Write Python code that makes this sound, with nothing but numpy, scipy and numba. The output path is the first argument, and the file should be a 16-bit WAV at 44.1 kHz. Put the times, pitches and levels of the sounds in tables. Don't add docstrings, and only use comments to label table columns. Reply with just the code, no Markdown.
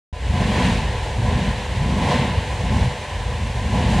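import sys
import numpy as np
from scipy import signal
from scipy.fft import rfft, irfft
from scipy.io import wavfile
from scipy.ndimage import uniform_filter1d
from numba import njit

SR = 44100
rng = np.random.default_rng(int(sys.argv[2]) if len(sys.argv) > 2 else 0)


def int16_out(signal):
    q = np.round(np.clip(np.atleast_2d(signal).T, -1, 1) * 32767)
    wavfile.write(sys.argv[1], SR, q.astype(np.int16))


N = 176400


def undb(db):
    return 10 ** (np.asarray(db) / 20)


def unit(x):
    return x / np.sqrt(np.mean(x ** 2))


def curve(table, column=1):
    rows = np.array(table, float)
    return np.interp(np.arange(N) / SR, rows[:, 0], rows[:, column])


def colour(x, points):
    hz, db = np.array(points, float).T
    f = np.maximum(np.fft.rfftfreq(N, 1 / SR), 1)
    gain = undb(np.interp(np.log(f), np.log(hz), db))
    return irfft(rfft(x) * gain, N)


def resonate(x, hz, width):
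    f = np.maximum(np.fft.rfftfreq(N, 1 / SR), 1)
    detuning = hz / width * (f / hz - hz / f)
    return irfft(rfft(x) / (1 + 1j * detuning) ** 2, N)


@njit
def lowpass(x, cutoff_hz):
    y, band_state, low_state = np.empty(len(x)), 0., 0.
    for i in range(len(x)):
        g = np.tan(np.pi * cutoff_hz[i] / SR)
        band = (band_state + g * (x[i] - low_state)) / (1 + g * (g + 1.2))
        y[i] = low_state + g * band
        band_state, low_state = 2 * band - band_state, 2 * y[i] - low_state
    return y


def flutter(per_s):
    steps = rng.standard_normal(N // 10)
    held = steps[(np.arange(N) * per_s / SR).astype(int)]
    return unit(uniform_filter1d(held, int(SR / per_s)))


def impacts(per_s, spread_db):
    hit = rng.random(N) < per_s / SR
    size = undb(spread_db * np.minimum(rng.exponential(size=N), 4))
    return unit(hit * size * np.sign(rng.standard_normal(N)))


def steady(x, window_s=0.048, share=0.82):
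    window = int(window_s * SR)
    power = uniform_filter1d(uniform_filter1d(unit(x) ** 2, window), window)
    return unit(x / np.maximum(power, 1e-6) ** (share / 2))


# t/s, level/dB
HEAVE_ENVELOPE = [(0.14, -23.5), (0.15, -34), (0.33, -16.5), (0.36, -24), (0.73, -21.5), (1.14, -26.5),
                  (1.16, -22), (1.39, -19.5), (1.45, -34), (1.47, -20), (1.63, -31), (1.77, -21),
                  (2.33, -27.5), (2.39, -16.5), (2.42, -29), (2.86, -16.5), (2.93, -33), (3.11, -38),
                  (3.13, -26), (3.48, -23), (3.54, -32), (3.57, -23.5), (3.99, -19.5), (4.0, -22)]
# t/s, level/dB
CHURN_ENVELOPE = [(0.14, -45), (0.19, -45), (0.31, -25.5), (0.69, -20.5), (0.97, -38), (1.13, -40),
                  (1.19, -28), (1.49, -23.5), (1.52, -30.5), (1.69, -36), (1.73, -33.5), (1.78, -35),
                  (1.82, -24.5), (2.2, -22), (2.5, -37.5), (2.76, -22), (3.0, -39.5), (3.47, -32),
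                  (3.53, -36.5), (3.77, -22.5), (3.78, -24.5), (4.0, -21)]
# f/Hz, level/dB
HEAVE_EQ = [(20, -29), (31, -10), (40, -13), (50, 1.5), (70, 1), (100, -1), (128, -6), (160, -14),
            (230, -26)]
# f/Hz, level/dB
CHURN_EQ = [(80, -24.5), (120, -3), (140, -0.5), (160, -5.5), (186, 0.5), (215, -1.5), (250, -0.5),
            (275, -10.5), (330, -12), (420, -9.5), (700, -24)]
def rumble():
    base_hz, base_db, db_per_octave = 194, -24, 13.5
    churn_db = curve(CHURN_ENVELOPE)
    octaves = (churn_db - base_db) / db_per_octave
    cutoff_hz = np.clip(base_hz * 2 ** octaves, 20, SR / 10)

    deep_pockets = colour(impacts(per_s=260, spread_db=2.5), HEAVE_EQ)
    upper_pockets = colour(impacts(per_s=260, spread_db=2.5), CHURN_EQ)
    heave = steady(lowpass(deep_pockets, cutoff_hz)) * undb(curve(HEAVE_ENVELOPE))
    churn = steady(lowpass(upper_pockets, cutoff_hz)) * undb(churn_db)
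    return heave + churn


def turbulence():
    return impacts(per_s=1500, spread_db=3.5) + rng.standard_normal(N)


# t/s, roar level/dB, spray level/dB, mist level/dB
JET_ENVELOPES = [(0.14, -42, -45, -55.5), (0.26, -34.5, -37, -47.5), (0.43, -25.5, -31.5, -42.5),
                 (0.44, -32.5, -31.5, -43.5), (0.47, -28.5, -31.5, -43), (0.65, -23, -25.5, -39),
                 (0.66, -25, -26.5, -38), (0.86, -31.5, -34, -46), (1.2, -33, -37, -46),
                 (1.29, -27.5, -33, -44.5), (1.44, -30.5, -32.5, -45), (1.66, -34.5, -35.5, -46.5),
                 (1.98, -29, -34, -44.5), (2.12, -21.5, -27, -39.5), (2.2, -24.5, -28.5, -42),
                 (2.32, -30, -32.5, -46), (2.46, -32, -34.5, -45), (2.64, -31.5, -36.5, -45.5),
                 (2.7, -33.5, -33, -47.5), (2.73, -27.5, -34, -43), (2.82, -28.5, -31.5, -43),
                 (2.96, -34, -37, -47), (3.67, -32.5, -36, -46), (3.77, -27, -33, -43),
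                 (3.85, -29.5, -31.5, -44.5), (3.92, -26.5, -31, -40), (3.99, -23, -30.5, -40)]
# f/Hz, half-width/Hz, relative level/dB
VENT_MODES = [(404.2, 12.7, -5), (462.4, 11.3, -4), (497.4, 9.4, 2.5), (521.5, 16, -8), (598, 14.5, -2),
              (725, 11.7, -0.5), (875, 7.5, -1.5), (889, 7.6, -5), (999, 15.5, 3), (1076, 9.2, -17),
              (1820, 14, -10), (2029, 26, -8), (2205, 13, -13), (2947, 11, -9.5)]
# f/Hz, level/dB
ROAR_EQ = [(150, -17), (260, -6.5), (340, -6.5), (420, -3.5), (560, -0.5), (660, -3), (850, -0.5),
           (1040, -2), (1120, -6.5), (1210, -20.5), (1500, -20.5), (2500, -55)]
def roar(sputter, sputter_db=0.7):
    push = turbulence()
    rings = sum(undb(db) * unit(resonate(push, hz, 2 * half_width)) for hz, half_width, db in VENT_MODES)
    rush = colour(turbulence(), ROAR_EQ)
    body = undb(-1.9) * unit(rush) + undb(-4.5) * unit(rings)
    return body * undb(curve(JET_ENVELOPES) + sputter_db * sputter)


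# f/Hz, level/dB
SPRAY_EQ = [(700, -26), (1200, -10), (1400, -9.5), (1580, -2), (1800, -0.5), (2200, -3), (2900, -3.5),
            (3400, -6.5), (4100, -8.5), (5000, -17), (7000, -36), (10000, -60)]
# f/Hz, level/dB
MIST_EQ = [(2500, -34), (4200, -4.5), (5100, -1.5), (6600, -0.5), (8400, -3.5), (10200, -9.5), (11800, -18),
           (13200, -29), (15500, -35)]
def spray(sputter, sputter_db=0.37):
    sheet = undb(-0.45) * unit(colour(rng.standard_normal(N), SPRAY_EQ))
    drops = undb(-10) * unit(colour(impacts(per_s=4000, spread_db=3.5), SPRAY_EQ))
    splash = (sheet + drops) * undb(curve(JET_ENVELOPES, column=2))
    mist = unit(colour(rng.standard_normal(N), MIST_EQ)) * undb(curve(JET_ENVELOPES, column=3))
    return (splash + mist) * undb(sputter_db * sputter)


def geyser(sputter):
    return rumble() + roar(sputter) + spray(sputter)


# f/Hz, level/dB
TREE_SCATTER = [(30, -25), (90, -30), (180, -31), (700, -24.5), (1100, -22.5), (1500, -18), (2800, -13.5),
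                (5600, -9.8), (9500, -4.5), (13000, -3)]
def scene():
    sputter = flutter(per_s=45)
    mid = geyser(sputter)
    side = colour(geyser(sputter), TREE_SCATTER)
    return mid + side * np.array([[1], [-1]])


# f/Hz, level/dB
MICROPHONE_EQ = [(22, -16), (32, -8), (42, 1), (11500, 0), (13500, -1)]
def record(dry):
    start_s, fade_s = 0.127, 0.0024
    ceiling, top_hz = 0.43, 15700
    fade_in = np.clip((np.arange(N) / SR - start_s) / fade_s, 0, 1)
    rounded = dry / (1 + (dry / ceiling) ** 8) ** (1 / 8)
    heard = colour(rounded, MICROPHONE_EQ) * fade_in
    high_cut = signal.ellip(8, .2, 70, top_hz, fs=SR, output="sos")
    return signal.sosfilt(high_cut, heard)


dry = scene()
out = record(dry)
int16_out(out)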